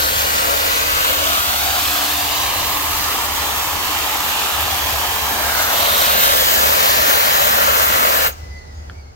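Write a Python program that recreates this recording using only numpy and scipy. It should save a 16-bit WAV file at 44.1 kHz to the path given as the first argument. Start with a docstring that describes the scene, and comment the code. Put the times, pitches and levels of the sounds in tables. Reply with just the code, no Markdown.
"""A foam cannon sprays a brick wall outdoors: its nozzle hisses, and the foam roars and spatters on landing.
Spray is noise plus droplet impacts, shaped in a spectrogram and sent to two microphone ports with moving delays.
The gun swings past the camera, so direction and wall echo shift; an electric pressure pump drones beneath.
On release the spray stops and the motor whine, a sum of sines, falls over a low hum; thin whistles and one
light tap of decaying modes follow. Faint foam fizz and a yard of filtered noise lie behind."""
import sys
import numpy as np
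from scipy import signal
from scipy.fft import rfft, irfft, next_fast_len
from scipy.io import wavfile
from scipy.ndimage import uniform_filter1d, map_coordinates

SR = 44100
rng = np.random.default_rng(int(sys.argv[2]) if len(sys.argv) > 2 else 0)


def master_out(mix):
    """Clip the mix to full scale and print it as 16-bit PCM to the path in sys.argv[1]."""
    frames = np.transpose(np.atleast_2d(mix))
    ceiling = np.clip(frames, -1, 1)
    pcm = np.round(ceiling * 32767).astype(np.int16)
    wavfile.write(sys.argv[1], SR, pcm)


N = 403515
T = np.arange(N) / SR  # time [s]

# Gun direction: (time [s], left-port lead of the wall impact [ms], of the nozzle [ms],
# diffuseness [exponent; more = less alike at the ports])
AIM = [(0, 0.39, 0.23, 0.81), (.5, 0.4, 0.2, .9), (1.1, .35, 0.14, 1.2), (2.1, 0.16, -0.014, 1.3),
       (3, .06, -0.089, 1.2), (4.5, 0.04, -0.17, 2), (5.4, 0.088, -0.12, 1.6), (5.9, 0.3, -0.018, 1.5),
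       (6.4, 0.45, 0.13, 0.66), (6.9, 0.44, 0.18, 0.74), (8.25, 0.46, 0.14, 0.94)]
# The valve shuts: (time [s], flow [dB], nozzle hiss [dB])
RELEASE = [(8.268, -3.5, -3.8), (8.28, -9, -6), (8.3, -16.5, -15), (8.325, -25, -27), (8.36, -31.5, -39),
           (8.45, -37, -47), (8.7, -76, -85)]
# Nozzle hiss as it passes near or far from the microphone, before a trim: (time [s], level [dB])
NOZZLE_LEVEL = [(0.0, -23), (0.34, -25), (2.1, -24), (2.49, -27), (2.76, -25), (3.22, -27.5), (5.37, -26.5),
                (6.24, -18), (6.28, -19.5), (7.3, -20.5), (8.2, -21.5)]
# Fan of spray, swelling and fading as the gun turns, before a trim: (time [s], level [dB])
FAN_LEVEL = [(0, -19.5), (1.2, -18), (1.9, -19.5), (2.8, -21.5), (3.7, -22), (4.4, -20.5), (5.45, -22.5),
             (5.8, -17.5), (6.45, -16), (8.25, -19)]
# Foam landing on the wall, before a trim: (time [s], level [dB])
IMPACT_LEVEL = [(0, -20.5), (.45, -19), (1.35, -19.5), (2.1, -23), (5.25, -22), (5.7, -18.5), (6.2, -17),
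                (8.2, -15)]
# Relative spectra of the four spray layers: (frequency [Hz], density [dB per Hz])
ROAR = [(60, -17.5), (150, -15), (250, -8.5), (380, -6), (500, -2.5), (650, 0.7), (820, 1.5), (1100, 0.4),
        (1400, -12), (1800, -19), (2500, -44)]
SPLASH = [(600, -30.5), (950, -2.5), (1200, 0), (1420, -1), (1700, -0.6), (2200, -4.5), (2800, -12),
          (5000, -50)]
RUSH = [(1200, -34), (2100, -4), (2750, -0.84), (3500, -1), (4300, -1.5), (5200, -5), (6600, -4),
        (8000, -8.5), (10000, -11.5), (13000, -24)]
HISS = [(4000, -36), (7500, -5.5), (9000, -7), (10200, -8), (11300, -0.5), (12400, 5.5), (13500, 2),
        (14500, 5.3), (15800, 2.5)]
# Likeness of the two ports, before the diffuseness exponent: (frequency [Hz], likeness [0-1])
ALIKE = [(200, 0.62), (500, 0.8), (900, 0.85), (1350, 0.9), (2000, 0.47), (3000, 0.43), (5000, 0.4),
         (9000, 0.22), (15000, 0.23)]
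# Balance of the ports: (frequency [Hz], left minus right [dB])
LEFT_BALANCE = [(100, -5), (300, 6.5), (550, 6.5), (850, 2.5), (1300, 0.5), (5000, -2), (9000, 3.5),
                (12000, -2.5), (15000, -2)]
# The camera body shades the far port: (frequency [Hz], left minus right [dB per ms of lead])
SHADE = [(1500, 0), (2800, 11), (5000, 7), (12000, 4)]
# Low sound bends round the camera and takes longer: (frequency [Hz], factor on the lead [ratio])
BEND = [(200, 2.3), (420, 1.74), (600, 1.24), (900, 1.14), (1150, 0.97), (1500, 0.96), (1850, 1.07),
        (2300, 1.19), (3000, 1)]
# Resonances of the space between gun and wall:
# (time [s], low, middle, high centre [Hz], low, middle, high gain [dB])
HOLLOW = [(0, 540, 1356, 2400, 7, 7, -1), (.6, 550, 1330, 2600, 6, 5.5, 2.5),
          (1.2, 540, 1340, 2900, 6, 9, 3.5), (1.35, 750, 1370, 3050, 6, 9.5, 3.5),
          (1.8, 721, 1420, 3400, 7.5, 2.5, 1.5), (2.1, 740, 1160, 3500, 6, 2.5, 2),
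          (2.7, 740, 1160, 2850, 3, 3, 2), (2.95, 890, 1250, 2850, 2.5, 4.5, 1),
          (4.45, 836, 1340, 2800, 3.5, 3, 3.5), (5.2, 772, 1350, 2850, 1.5, 0.5, 2.5),
          (5.5, 690, 1500, 3100, 4.5, 3, -0.5), (5.9, 610, 1410, 3500, 2, 4.5, 4),
          (6.3, 555, 1410, 3400, 7, 6, 2.5), (6.8, 570, 1330, 3100, 5, 3.5, 1.5),
          (7.6, 564, 1390, 2750, 5, 5, 1.5), (8.25, 530, 1280, 2750, 7, 4.5, 2)]
# Half widths of the low, middle and high resonance: (width [octaves])
HOLLOW_WIDTHS = [.11, 0.19, 0.25]
# Direct and reflected spray cancel: (time [s], centre [Hz], depth [dB])
NOTCH = [(0, 1950, -0.5), (1.2, 1890, 0.5), (2.1, 1820, 1), (3, 2000, 1), (5.3, 2200, 1), (6.2, 2350, 1),
         (6.7, 3100, 1), (8.25, 3500, 1)]
# The wall echo combs the spray; 1-2 ms is a path 0.3-0.7 m longer: (time [s], delay [ms], ripple [dB])
WALL_ECHO = [(0, 2.1, 1.5), (.7, 2.04, 2.2), (1.2, 1.8, 1.2), (1.6, 1.35, 2), (2.05, 1.13, 1),
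             (2.5, 1, 1.5), (3, 1, 0.5), (4.8, 1.146, 0.5), (5.4, 1.3, 3), (5.9, 1.55, 0),
             (8.25, 1.43, 0.5)]
# Highest treble by the nozzle's angle to the camera: (time [s], gain [dB])
SHEEN = [(1, -0.5), (4.5, -1.5), (6.3, 0), (7, 4), (8.25, 2)]
# Reflection reaching the right port with the gun held out in front: (time [s], share [0-1])
FAR_PORT_ECHO = [(1.8, 0.087), (2.3, 0.85), (5.3, 0.97), (5.7, 0)]
# Pump drone: (multiple of stroke rate, level at first [dB], level after the step to the wall [dB])
PUMP = [(2, -63, -46.5), (3, -49.5, -44), (4, -41, -51), (6, -49.5, -45)]
# Start and end of the step towards the wall: (time [s])
STEP_S = [2.8, 7.3]
# Whine of the coasting motor, relative: (multiple of stroke rate, level [dB])
COAST_ORDERS = [(90, 4.5), (118, -8), (132, -8)]
# The motor housing colours the whine: (frequency [Hz], gain [dB])
HOUSING = [(2800, -21), (4000, -7), (4600, 6), (5100, -1), (5600, -2), (6100, -7), (6600, 8), (7400, -18)]
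# Low hum: (time [s], level [dB])
HUM_LEVEL = [(0, -32), (.4, -37.5), (3.6, -37.5), (4.42, -44), (4.64, -33), (6.1, -37), (6.7, -36.5),
             (7.3, -41), (7.6, -37.5), (9, -33), (9.15, -41)]
# Tones beside the hum: (frequency [Hz], level relative to the main tone [dB])
HUM_SIDE_TONES = [(40, -12.5), (85, -9), (97, -17.5)]
# Whistles: (start [s], length [s], top pitch [Hz], level before the overtone gain [dB],
# pitch sag at the ends [Hz], breathiness as random pitch shift [Hz])
WHISTLES = [(8.37, .15, 2010, -55, 30, 5), (8.47, 0.18, 2020, -49.8, 8, 5),
            (8.44, 0.34, 1970, -59.5, 50, 71), (8.62, 0.13, 1990, -55, 25, 30),
            (8.72, .2, 1960, -60, 30, 70), (8.92, 0.12, 2240, -58, 30, 60), (9.04, .09, 2150, -60, 30, 70)]
# Fainter, higher squeals without overtones: same columns as the whistles
SQUEALS = [(8.62, .28, 4900, -64, 120, 190), (8.72, 0.13, 6700, -63, 40, 80),
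           (8.93, .13, 4750, -67, 60, 160), (9.0, 0.12, 4330, -66, 40, 60)]
# Partials of the whistle: (multiple of pitch, gain [dB])
OVERTONES = [(1, 8), (2, -11), (3, -16)]
# Modes of the tap, relative: (frequency [Hz], level [dB], time to fall 60 dB [s])
TAP = [(1410, -22, .03), (1570, 1.7, .0055), (3300, 0, 0.0033), (4200, -5, .003)]
# Tap direct, off the ground, off the wall: (delay [s], level [dB])
TAP_PATHS = [(0, 0), (.0072, -14), (.017, -18)]
# Relative spectrum of settling foam: (frequency [Hz], density [dB per Hz])
FIZZ = [(1500, -19), (3000, -4), (4800, 3), (6700, -2), (7500, -9), (11000, -15), (15800, -16)]
# Relative spectrum of the yard: (frequency [Hz], density [dB per Hz])
YARD = [(20, -26), (40, -2.5), (65, -0.5), (95, -1), (130, -7.5), (250, -14.5), (500, -17), (800, -19),
        (1050, -26.5), (1400, -24.5), (3300, -36), (4000, -39), (4700, -32), (5700, -35), (6650, -35),
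        (7300, -42), (11000, -53), (15800, -59)]

ROAR_DB, ROAR_FOLLOWS = -20, 0.93  # roar at the mean impact level; dB of roar per dB of impact
TWIST_HZ, TWIST_WIDTH_HZ = 1550, 310  # where the far-port reflection turns the phase round
PUMP_HZ = 73.82  # stroke rate under load, before slight wander
WHINE_ORDER, LOADED_WHINE_DB = 90, -49.5  # multiple of the stroke rate; level before the port balance
SHUT_S, HALF_SPEED_S = 8.32, .55  # start of coasting; time to lose half the speed
WHINE_DB, WHINE_FADE_DB_PER_S = -56, 14  # coasting whine, before the levels of its orders
WHINE_SMEAR = 2.1  # flutter of the coasting whine relative to its clean core
HUM_HZ, THROB_DB, THROB_PER_S = 73, 1.5, 11  # mean pitch; random throb depth and pace
FIZZ_DB, FIZZ_FADE_DB_PER_S = -49, 17
TOP_HZ = 15850  # upper band limit


def spray():
    """Nozzle turbulence hisses and foam strikes the wall, all on one slightly sputtering flow."""
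    (hiss_db,), (rush_db,), (impact_db,) = curves(NOZZLE_LEVEL), curves(FAN_LEVEL), curves(IMPACT_LEVEL)
    wall_ms, nozzle_ms, _ = curves(AIM)
    roar_db = ROAR_DB + ROAR_FOLLOWS * (impact_db - impact_db.mean())
    roar = stream(ROAR, wall_ms, drops=0.45, rate=900, patchy_db=1.12)
    roar = amp(roar_db + 0.32 * wobble(3.94)) * roar
    splash = amp(impact_db + 0.38) * stream(SPLASH, wall_ms, drops=0.43, rate=700, patchy_db=1.4)
    rush = stream(RUSH, nozzle_ms, drops=0.4, rate=2500, patchy_db=1.52)
    rush = amp(rush_db + 1.97 + 0.36 * wobble(14)) * rush
    hiss = stream(HISS, nozzle_ms, drops=0.8, rate=5000, patchy_db=1.0)
    hiss = amp(hiss_db + 8.5 + 0.59 * wobble(26)) * hiss
    sputter_db = .3 * wobble(18) + .35 * wobble(140)
    flow_db, nozzle_db = curves(RELEASE)
    return amp(sputter_db) * (amp(flow_db) * (roar + splash + rush) + amp(nozzle_db) * hiss)


def stream(spectrum, lead_ms, drops, rate, patchy_db):
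    """Turbulence and droplets, coloured by the hollow before the wall, reach two ports; rms 1."""
    source = rng.standard_normal((2, N)) + drops * droplets(rate, spread_db=6.5)
    hz, t, z = signal.stft(source, SR, nperseg=1024)
    hz = hz[:, None]
    colour = amp(along(spectrum, hz) + hollow(hz, t))
    # Random level patches, smoothed over 5 frequency bins and 14 frames
    patches = uniform_filter1d(rng.standard_normal(z.shape[1:]), size=5, axis=0)
    patches = uniform_filter1d(patches, size=14, axis=1)
    # Each frame is normalised, so the moving resonances change colour and not loudness
    z = z * colour / np.linalg.norm(colour, axis=0) * amp(patchy_db * unit(patches))
    diffuseness = curves(AIM, t)[2]
    # Mixing two independent noises at this angle gives the wanted likeness
    angle = np.arccos(along(ALIKE, hz) ** diffuseness) / 2
    shared, apart = np.cos(angle) * z[0], np.sin(angle) * z[1]
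    lead = np.interp(t, T, lead_ms)
    lead_s = along(BEND, hz) * lead / 1000
    balance_db = along(LEFT_BALANCE, hz) + along(SHADE, hz) * lead
    # Half the level and time difference goes to each port
    port = amp(balance_db / 2) * np.exp(1j * np.pi * hz * lead_s)
    left = (shared + apart) * port
    right = (shared - apart) / port * twist(hz, t)
    return unit(signal.istft(np.array([left, right]), SR)[1][:, :N])


def droplets(rate, spread_db):
    """Two trains of tiny random impacts per second of uneven size, rms 1."""
    hits = rng.random((2, N)) < rate / SR
    sizes = amp(2 * spread_db * rng.random((2, N)))
    return unit(hits * rng.standard_normal((2, N)) * sizes)


def hollow(hz, t, dip_db=3.5, dip_octaves=0.68, ripple_hz=2800):
    """Gain in dB of moving resonances, two cancellations, the nozzle's sheen and the wall-echo comb."""
    def bump(centre, width):
        return np.exp(-.5 * (np.log2((hz + 1) / centre) / width) ** 2)

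    centres, gains_db = np.split(np.array(curves(HOLLOW, t)), 2)
    peaks = sum(db * bump(centre, width) for centre, db, width in zip(centres, gains_db, HOLLOW_WIDTHS))
    dip = dip_db * bump(centres[0] / 2 ** dip_octaves, 0.27)  # below the low resonance
    notch_hz, notch_db = curves(NOTCH, t)
    notch = notch_db * bump(notch_hz, 0.13)
    sheen = curves(SHEEN, t)[0] * bump(15200, 0.19)
    echo_ms, ripple_db = curves(WALL_ECHO, t)
    echo_s = echo_ms / 1000
    comb = ripple_db * bump(ripple_hz, 1.8) * np.cos(2 * np.pi * hz * echo_s)
    return peaks + sheen - dip - notch + comb


def twist(hz, t):
    """Phase turn that the reflection gives the right port, as a share of an all-pass response."""
    share = curves(FAR_PORT_ECHO, t)[0]
    turned = np.exp(-2j * np.arctan2(hz * TWIST_WIDTH_HZ, TWIST_HZ ** 2 - hz ** 2))
    return np.exp(1j * np.angle(1 - share + share * turned))  # phase only, level kept


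def pump():
    """Piston strokes drone under load; unloaded, the motor coasts against drag and its whine falls and fades."""
    coast_s = np.maximum(T - SHUT_S, 0)
    stroke_hz = PUMP_HZ / (1 + coast_s / HALF_SPEED_S)
    phase = turns(stroke_hz * (1 + 0.000508 * wobble(5)))

    def stroke_tone(order, first_db, later_db):
        level = amp(np.interp(T, STEP_S, [first_db, later_db]) + 2.4 * wobble(5))
        return level * np.sin(order * phase + rng.uniform(0, 2 * np.pi))

    def smear():
        flutter = np.array([wobble(120) + .8 * wobble(650) for _ in range(2)])
        return unit(amp(2.4 * wobble(34)) * (1 + WHINE_SMEAR * flutter))

    drone = sum(stroke_tone(*row) for row in PUMP)
    whine = amp(LOADED_WHINE_DB + 1.8 * wobble(3.2)) * np.sin(WHINE_ORDER * phase)
    loaded = np.sqrt(2) * (drone + whine) * amp([[1.5], [-1.5]])  # left port louder
    coasting = sum(amp(db + along(HOUSING, order * stroke_hz)) * smear() * np.sin(order * phase)
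                   for order, db in COAST_ORDERS)
    coasting = amp(WHINE_DB - WHINE_FADE_DB_PER_S * coast_s) * np.sqrt(2) * coasting
    load = amp(curves(RELEASE)[0])
    return load * loaded + (1 - load) * coasting


def hum():
    """A low hum throbs and wavers, beating with weaker tones beside it and a narrow noise band."""
    def tone(hz):
        return np.sqrt(2) * np.sin(turns(hz + 1.44 * wobble(14)))

    tones = tone(HUM_HZ) + sum(amp(db + 4.6 * wobble(1.4)) * tone(hz) for hz, db in HUM_SIDE_TONES)
    band_shape = [(40, -31), (62, 9.5), (76, 5), (90, 8), (125, -44.0)]  # (frequency [Hz], gain [dB])
    band = unit(coloured(rng.standard_normal(N), band_shape))
    throbbing = amp(THROB_DB * wobble(THROB_PER_S)) * (tones + 0.46 * band)
    return amp(curves(HUM_LEVEL)[0]) * unit(throbbing)


def whistle(rows, overtones):
    """Thin, airy tones swell and fade unevenly while their pitch arches and flutters."""
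    out = np.zeros((2, N))
    for start, length, hz, db, sag_hz, breath_hz in rows:
        span = (T > start) & (T < start + length)
        t = T[span]
        arch = np.sin(np.pi * (t - start) / length)
        phase = turns(hz - sag_hz * (1 - arch) + breath_hz * wobble(260, t))
        flutter = 1 + 0.4 * np.array([wobble(260, t), wobble(260, t)])
        tone = sum(amp(level + 2.2 * wobble(36, t)) * np.sin(k * phase) for k, level in overtones)
        out[:, span] += amp(db) * arch * tone * flutter
    return out


def tap(at=8.8976, db=-13, attack_s=0.001):
    """One light, dry tap of decaying modes, answered by the ground and the wall."""
    def ring(start):
        t = np.maximum(T - start, 0)
        modes = sum(amp(level - 60 * t / t60) * np.sin(2 * np.pi * hz * t) for hz, level, t60 in TAP)
        return modes * (1 - np.exp(-t / attack_s))

    def at_port(lag):
        return sum(amp(path_db) * ring(at + lag + delay) for delay, path_db in TAP_PATHS)

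    return amp(db) * np.array([at_port(0), at_port(.00005)])  # right port 0.05 ms later


def fizz():
    """Tiny bubble bursts of fresh foam fizz faintly, fading as it settles after the valve shuts."""
    bubbles = unit(coloured(droplets(rate=4800, spread_db=3), FIZZ))
    return amp(FIZZ_DB - FIZZ_FADE_DB_PER_S * np.maximum(T - SHUT_S, 0)) * bubbles


def yard():
    """Outdoor background as coloured noise, nearly mono in the bass, sinking slightly at the end."""
    mid, side = coloured(rng.standard_normal((2, N)), YARD)
    side = coloured(side, [(60, -7.0), (200, -10), (700, 6.5)])  # (frequency [Hz], gain [dB])
    fade_db = np.interp(T, [8.6, 9.15], [0, -3.5])
    return amp(-39.0 + fade_db + 1.7 * wobble(5.4)) * unit(np.array([mid + side, mid - side]))


def amp(db):
    """Decibels to amplitude ratio."""
    return 10 ** (np.asarray(db) / 20)


def unit(x):
    """Scale to rms 1 over all ports together."""
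    return x / np.sqrt(np.mean(x ** 2) + 1e-20)


def along(points, hz):
    """Read (frequency [Hz], value) points on a log frequency axis."""
    f, v = np.transpose(points)
    return np.interp(np.log(hz + 1), np.log(f + 1), v)


def curves(rows, t=T):
    """Each column after the time, read at times t."""
    s, *cols = np.transpose(rows)
    return [np.interp(t, s, c) for c in cols]


def wobble(rate, t=T):
    """A smooth random curve at times t, rate knots a second."""
    return map_coordinates(rng.standard_normal(int(N * rate / SR) + 4), [t * rate])


def filtered(x, response):
    """Multiply the spectrum of x by a response of frequency."""
    size = next_fast_len(N + 8192)  # padding limits wrap-around
    return irfft(rfft(x, size) * response(np.fft.rfftfreq(size, 1 / SR)), size)[..., :N]


def coloured(x, points):
    """Filter x by (frequency [Hz], gain [dB]) points."""
    return filtered(x, lambda hz: amp(along(points, hz)))


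def turns(hz):
    """Running phase in radians of a changing frequency."""
    return 2 * np.pi * np.cumsum(hz) / SR


def scene():
    """All sources at the two microphone ports, from the spray back to the yard."""
    whistles = whistle(WHISTLES, OVERTONES) + whistle(SQUEALS, OVERTONES[:1])
    return spray() + pump() + hum() + whistles + tap() + fizz() + yard()


def record(dry):
    """The camera rounds off the highest peaks, then cuts steeply above its band limit."""
    rounded = dry / (1 + np.abs(dry / .9) ** 10) ** .1
    return filtered(rounded, lambda hz: 1 / (1 + (hz / TOP_HZ) ** 400))


dry = scene()
out = record(dry)
master_out(out)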